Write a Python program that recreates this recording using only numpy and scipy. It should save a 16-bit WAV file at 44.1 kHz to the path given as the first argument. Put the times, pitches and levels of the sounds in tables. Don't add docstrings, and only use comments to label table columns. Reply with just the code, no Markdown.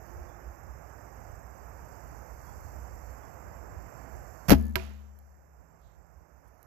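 import sys
import numpy as np
from scipy import signal
from scipy.fft import rfft, irfft
from scipy.io import wavfile
from scipy.ndimage import uniform_filter1d

SR = 44100
rng = np.random.default_rng(int(sys.argv[2]) if len(sys.argv) > 2 else 0)


def wav_record(signal):
    frames = np.transpose(np.atleast_2d(signal))
    bounded = np.clip(frames, -1, 1)
    quanta = np.round(bounded * 32767).astype(np.int16)
    wavfile.write(sys.argv[1], SR, quanta)


def magnitude_from_level(level_db):
    exponent = np.asarray(level_db, float) / 20
    return 10 ** exponent


N = 293706
T = np.arange(N) / SR

EDGE_HZ = 14700
RING_S, HIT_S = 4.5309, 4.7564
BOUT_EDGE_S = .04
RING_HZ = [70.95, 70.95, -206.8, 227, 249.7, 284, 361, 657, 143, 156, 178, 298]


def read(points, hz, axis=1):
    table = np.transpose(points)
    return np.interp(np.log(hz + 1), np.log(table[0] + 1), table[axis])


def shaped(x, gain):
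    return irfft(rfft(x) * gain(np.fft.rfftfreq(N, 1 / SR)), N)


def causal(points):
    log_gain = np.log(magnitude_from_level(read(points, abs(np.fft.fftfreq(4096, 1 / SR)))))
    return np.fft.ifft(np.exp(np.conj(signal.hilbert(log_gain)))).real[:2048]


def coloured(x, points):
    taps = causal(points)
    return signal.oaconvolve(x, taps / np.linalg.norm(taps))[:N]


def resonate(x, hz, width):
    r = np.exp(-np.pi * width / SR)
    return 2 * signal.lfilter([1 - r], [1, -r * np.exp(2j * np.pi * hz / SR)], x).real


def strike(s, db, rise, t60):
    age = np.maximum(T - s, 0)
    decay = np.exp(-np.log(1000) * np.minimum(age / t60, 4)) * (age < 4 * t60)
    return magnitude_from_level(db) * decay * (1 - np.exp(-age / max(rise, 1e-4)))


def held(start, end, db, edge):
    return magnitude_from_level(db) * (np.tanh((T - start) / edge) - np.tanh((T - end) / edge)) / 2


def drift(rate, depth_db):
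    coarse = T[::64]
    slow = sum(np.sin(2 * np.pi * (f * coarse + rng.random())) / np.sqrt(f)
               for f in np.geomspace(.2, rate, num=16))
    return magnitude_from_level(depth_db * np.interp(T, coarse, slow / slow.std()))


def traffic():
    # frequency in Hz, level in dB per Hz.
    open_side = [(20, -90), (45, -66), (62, -51.5), (85, -63), (130, -70), (220, -78), (400, -78.5),
                 (700, -74), (1100, -79.5), (1700, -84), (2400, -94.5), (3000, -105), (3600, -114),
                 (16000, -135)]
    covered_side = [(20, -96), (45, -71), (62, -63), (85, -81), (130, -85), (220, -102), (400, -108),
                    (1100, -111), (1800, -112), (2400, -107), (2900, -116), (5000, -121), (8300, -134),
                    (13000, -120)]
    # frequency in Hz, likeness of left and right [0 to 1].
    likeness = [(60, 0.3), (240, 0.42), (950, 0.25), (3770, 0.05), (15000, 0.029)]
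    # centre in seconds, level in dB, half length in seconds.
    swells = [(.2, -39, 0.075), (.48, -43.5, .06), (.72, -44.5, 0.079), (1.33, -46.5, 0.13),
              (1.75, -50.5, 0.17), (2.13, -48, 0.098), (2.34, -44.5, 0.044), (2.72, -40.5, 0.19),
              (3.04, -43, 0.15), (3.52, -46.5, 0.086), (3.76, -42.5, 0.099), (4.17, -44, 0.11),
              (5.59, -39.5, 0.031), (5.92, -42.5, 0.13), (6.18, -39, .06), (6.45, -46.5, 0.11)]
    # start in seconds, level in dB, rise and t60 in seconds.
    shake = (4.5, -22, 0.1, 0.86)
    steady_db = -49.5

    a, b = rng.standard_normal((2, N)) * np.sqrt(SR / 2)
    alike = lambda hz: np.clip(read(likeness, hz), 0, 1)
    mixed = shaped(a, alike) + shaped(b, lambda hz: np.sqrt(1 - alike(hz) ** 2))
    left = shaped(mixed, lambda hz: magnitude_from_level(read(covered_side, hz)) * (hz < EDGE_HZ))
    right = shaped(a, lambda hz: magnitude_from_level(read(open_side, hz)) * (hz < EDGE_HZ))
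    both = np.array([left, right])

    low = shaped(both, lambda hz: 1 / (1 + (hz / 100) ** 6))
    low_power = uniform_filter1d(low[1] ** 2, 9000)
    passing = sum(magnitude_from_level(db) * np.exp(-((T - s) / half) ** 2) for s, db, half in swells)
    throb = (magnitude_from_level(steady_db) + passing + strike(*shake)) / np.sqrt(low_power)
    return (both - low) * drift(4.8, 1.0) + low * throb


def engine_hums():
    # start and end in seconds, frequency in Hz, level in dB.
    engines = [
        (-.3, .7, 349, -53.5),
        (-.3, 2.6, 104, -56),
        (5.2, 6.8, 163.5, -50),
    ]
    out = np.zeros(N)
    for s, end, hz, db in engines:
        arc = np.sin(np.pi * np.clip((T - s) / (end - s), 0, 1))
        out += magnitude_from_level(db) * arc * drift(6, 2.0) * np.sin(2 * np.pi * hz * T)
    return magnitude_from_level([[-16], [0]]) * out


def far_calls():
    # start in seconds, frequency in Hz, width in Hz, level in dB, t60 in seconds.
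    calls = [
        (.28, 3470, 350, -56, 0.44),
        (2.46, 3340, 100, -57, 0.38),
        (3.2, 3370, 100, -60, 0.45),
        (5.81, 3700, 2000, -46, 0.55),
    ]
    air = rng.standard_normal(N)
    out = np.zeros(N)
    for s, hz, width, db, t60 in calls:
        tone = resonate(resonate(air, hz, width), hz, width) * np.sqrt(2000 / width)
        out += strike(s, db, .047 * t60, t60) * tone
    return out


def insect_chorus():
    # frequency in Hz, level in dB per Hz.
    chorus = [(2500, -125), (3600, -114), (4400, -105), (5200, -99), (6200, -94), (7600, -99), (8100, -107),
              (9000, -108.5), (10200, -105.5), (11500, -101), (14300, -94.5), (14600, -99), (14750, -130)]
    hiss = shaped(rng.standard_normal(N) * np.sqrt(SR / 2), lambda hz: magnitude_from_level(read(chorus, hz)))
    return hiss * magnitude_from_level(.44) * drift(10, 1.0)


def far_cricket():
    # start and end in seconds, level in dB.
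    bouts = [
        (-.5, 2.5, -82),
        (2.5, 6.1, -66),
        (6.1, 7.2, -81),
    ]
    buzz = resonate(resonate(rng.standard_normal(N), 7380, 200), 7380, 200)
    trill = (1 + np.cos(2 * np.pi * 47.3 * T)) * buzz
    return sum(held(*bout, BOUT_EDGE_S) for bout in bouts) * trill / trill.std()


def near_cricket():
    # start and end in seconds, level in dB.
    bouts = [
        (-.5, 3.6, -61),
        (3.6, 6.1, -61),
        (6.1, 6.55, -62),
    ]
    chirps_per_s, first_phase = 26.33, .27
    place = (chirps_per_s * T + first_phase + .5) % 1 - .5
    hz = 7590 - 450 * place + 40 * np.log(drift(40, 8.0))
    teeth = 1 + .4 * np.cos(3 * 2 * np.pi * place)
    chirps = np.exp(-(place / .23) ** 2) * teeth * np.sin(2 * np.pi * np.cumsum(hz) / SR)
    return sum(held(*bout, BOUT_EDGE_S) for bout in bouts) * drift(27, 1.7) * chirps


def handling():
    # start in seconds, level in dB, rise and t60 in seconds.
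    ticks = [
        (5.189, -29, 0.00023, 0.006),
        (5.408, -62, .0003, .01),
        (5.816, -46, 0.00026, 0.011),
        (6.477, -42, 0.00064, .015),
        (6.484, -42, .0003, .01),
        (6.542, -45, .0003, .01),
        (6.58, -44, .0003, .01),
        (6.6, -54, 0.019, 0.31),
        (6.629, -28.5, .0003, 0.0075),
    ]
    x = sum(strike(*row) for row in ticks) * rng.standard_normal(N)
    return coloured(x, [(1000, -24), (3500, -12), (6000, -8.5), (9000, -12), (12000, 3), (14500, -1),
                        (15300, -26)])


def woods():
    # frequency in Hz, level in dB, t60 in seconds.
    scatter = [(100, -18.5, 0.35), (400, -26, 0.68), (1000, -29, 0.67), (2540, -29, 0.59),
               (4000, -36.5, 0.6), (7000, -41, 0.53), (9000, -51, 0.38), (12000, -41, 0.4),
               (14500, -48, 0.302), (15600, -69.5, .3)]
    hz, t, z = signal.stft(rng.standard_normal(SR), SR, nperseg=256)
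    level_db, t60 = read(scatter, hz)[:, None], read(scatter, hz, axis=2)[:, None]
    z = z * magnitude_from_level(level_db - 60 * t / t60)
    back, at = np.zeros(N), round(HIT_S * SR)
    back[at:at + SR] = signal.istft(z, SR, nperseg=256)[1][:SR]
    return 3.1 * back * strike(HIT_S, 0, .0032, 1e3)


def arrow_flight():
    return held(4.6, 4.71, -43.5, .008) * np.sin(2 * np.pi * 1743 * T)


def arrow_hit():
    # start in seconds, frequency in Hz, level in dB, t60 in seconds.
    modes = [(4.7564, 2160, 8, 0.0039), (4.7566, 4454, -5.5, 0.0033), (4.758, 1600, -7, 0.037),
             (4.757, 1300, -6.5, 0.005), (4.7587, 2870, -10.5, 0.013), (4.76, 110, -14, 0.047),
             (4.763, 965, -16, 0.075), (4.763, 664, -24.5, 0.27), (4.762, 373, -14, 0.17),
             (4.7645, 1400, -15, 0.029), (4.797, 2400, -18, 0.017)]
    return sum(strike(s, db, .00011, t60) * np.sin(2 * np.pi * hz * (T - s)) for s, hz, db, t60 in modes)


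def rattle():
    # start in seconds, level in dB, rise and t60 in seconds.
    shakes = [
        (4.545, -31.5, .03, 0.75),
        (4.81, -37, .02, .6),
    ]
    # frequency in Hz, width in Hz, level in dB.
    modes = [
        (4600, 2000, -7),
        (6600, 1600, 0),
        (10800, 2400, -3),
        (13000, 2800, 0),
    ]
    cycles = RING_HZ[0] * (T - RING_S) - .25
    size_db = 1.5 * rng.standard_normal(64)[np.floor(cycles).astype(int) % 64]
    ticking = np.exp(-((cycles % 1 - .5) / .045) ** 2) + .04
    puffs = ticking * sum(strike(*row) for row in shakes) * magnitude_from_level(size_db) * rng.standard_normal(N)
    buzz = sum(magnitude_from_level(db) * resonate(resonate(puffs, hz, width), hz, width) for hz, width, db in modes)
    return magnitude_from_level([[0], [-8]]) * 2.3 * buzz


def frame_shudder():
    # start in seconds, frequency in Hz (minus flips the sign), left dB, right dB,
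    # time to peak in seconds.
    shudders = [(4.4865, 148, -14, -26, 0.0056), (4.4845, -130, -28.5, -14.5, 0.0061),
                (4.4955, -79, -11, -28.5, 0.0029), (4.5045, 200, 2, -17, .015),
                (4.5177, 275, 2.5, -18, 0.011), (4.508, 417, -11.5, -16.5, .006),
                (4.512, 640.5, -16.5, -14.5, 0.005), (4.51, 345, -18, -18.5, 0.008),
                (4.511, 557.5, -25, -13, 0.008), (4.505, -48, -8, -11.5, .022),
                (4.516, 820, -17.5, -26, .012), (4.51, 108, -12.5, -13, 0.015),
                (4.525, 160, -8.5, -12.5, 0.013), (4.537, 198, -3, -14.5, 0.0058)]
    out = np.zeros((2, N))
    for s, hz, left_db, right_db, peak_s in shudders:
        u = np.maximum(T - s, 0) / peak_s
        swell = (u * np.exp(1 - u)) ** 2
        out += magnitude_from_level([[left_db], [right_db]]) * swell * np.sin(2 * np.pi * hz * (T - s))
    return out


def bow_ring():
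    # left dB, right dB, t60 in seconds.
    levels = [(-7, -11.5, .35), (-12.5, -21.5, 1.9), (-17.5, -22, 1.3), (-10.5, -17, 0.72), (-22, -30, .6),
              (-24, -38, .8), (-16.5, -36, .25), (-40, -17, 0.17), (-32, -31, 0.51), (-25, -25, 0.351),
              (-26, -30, .25), (-24, -34, .35)]
    ear_time = T - RING_S - np.array([[0], [-.0016]])
    out = np.zeros((2, N))
    for hz, (left_db, right_db, t60) in zip(RING_HZ, levels):
        tone = np.sin(2 * np.pi * hz * ear_time)
        out += magnitude_from_level([[left_db], [right_db]]) * strike(RING_S, 0, .015, t60) * tone
    return out


def snap():
    # start in seconds, air dB, treble dB over air, camera body dB, t60 in seconds. The last two rows
    slaps = [(4.4826, -21, 5, -32, 0.08), (4.496, -6.5, 8, -9, 0.0052), (4.503, -11.5, 5.5, -25, 0.045),
             (4.5046, -2.5, 0.5, -12, 0.01), (4.5094, -13, -5, -5, 0.015), (4.514, -10, 5.5, -21.5, 0.054),
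             (4.5198, -13.5, -4.5, -2, 0.049), (4.528, -9, -10.5, -9.5, 0.05), (4.544, -27, 1, -24, 0.088),
             (4.561, -36.5, -2.5, -30, 0.57), (4.7563, -6.5, 7, -32.5, 0.0064),
             (4.758, -12, 1, -50.5, 0.036)]
    # frequency in Hz, level in dB.
    air_colour = [(30, 7.5), (100, 15), (400, 11.5), (1100, 8), (1700, 7.5), (2900, 1), (3700, -4),
                  (5000, 0.5), (7400, -7.5), (9000, -16), (12000, 2), (14500, -2.5), (15200, -30.5)]
    body_colour = [(100, 14), (500, 20), (1100, 6), (2000, -8), (4000, -12), (6500, -14), (8500, -32),
                   (10000, -26), (12500, -14), (14500, -17), (15200, -40)]
    grains = rng.standard_normal((2, N)) * magnitude_from_level(2.5 * np.minimum(rng.exponential(1, (2, N)), 4))
    grains /= grains.std()
    shapes = np.array([strike(s, 0, .031 * t60, t60) for s, _, _, _, t60 in slaps])
    _, air_db, treble_db, body_db, _ = np.transpose(slaps)
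    body, dull, bright = magnitude_from_level([body_db, air_db, air_db + treble_db]) @ shapes
    low = signal.lfilter(*signal.butter(2, 2500, fs=SR), dull * grains[1])
    high = signal.lfilter(*signal.butter(2, 2500, "high", fs=SR), bright * grains[1])
    return np.array([coloured(body * grains[0], body_colour), coloured(low - high, air_colour)])


def mute(x):
    # frequency in Hz, level in dB per Hz.
    floor = [(2000, -125), (2900, -104), (4500, -103), (5500, -106), (7600, -106), (8200, -103),
             (10500, -103), (12000, -108)]
    loud_db = -75
    hz, t, z = signal.stft(x, SR, nperseg=2048, scaling="psd")
    power = (2 * abs(z[:1024]) ** 2).reshape(128, 8, -1).mean(axis=1)
    power = uniform_filter1d(power, size=3, axis=1)
    below = power < magnitude_from_level(2 * read(floor, hz[:1024:8]))[:, None]
    quiet_frame = power[10:].max(axis=0) < magnitude_from_level(2 * loud_db)
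    removed = np.zeros_like(z)
    removed[:1024] = z[:1024] * np.repeat(below & quiet_frame, 8, axis=0) * (1 - magnitude_from_level(-32))
    return x - signal.istft(removed, SR, nperseg=2048, scaling="psd")[1][:N]


def gain_control():
    start_db, drop_db, drop_takes_s, sag_db_per_s = -2.5, -10.5, .045, -.53
    age = np.maximum(T - 4.494, 0)
    return magnitude_from_level(start_db + drop_db * (1 - np.exp(-age / drop_takes_s)) + sag_db_per_s * age)


def scene():
    # frequency in Hz, level in dB.
    cover = [(30, -2.5), (200, -2.5), (500, -23), (1000, -23.5), (2400, -38), (5000, -41), (8000, -32),
             (13000, -30)]
    arrow = arrow_flight() + arrow_hit() + woods()
    covered = signal.oaconvolve(arrow, causal(cover))[:N]
    insects = insect_chorus() + far_cricket() + near_cricket()
    air = np.array([covered, arrow + insects + handling() + far_calls()])
    bow = rattle() + frame_shudder() + bow_ring() + snap()
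    return traffic() + engine_hums() + air + bow


def band_limit(x):
    return signal.sosfilt(signal.butter(12, 15970, fs=SR, output="sos"), x)


def record(dry):
    hiss = shaped(rng.standard_normal(dry.shape), lambda hz: hz < EDGE_HZ)
    x = np.array([dry[0], mute(dry[1])]) * gain_control() + magnitude_from_level([[-94], [-100]]) * hiss
    overloaded = np.tanh(x * .87) / np.tanh(1.15)
    return band_limit(shaped(overloaded, lambda hz: 1 / (1 + (hz / 15200) ** 40)))


dry = scene()
out = record(dry)
wav_record(out)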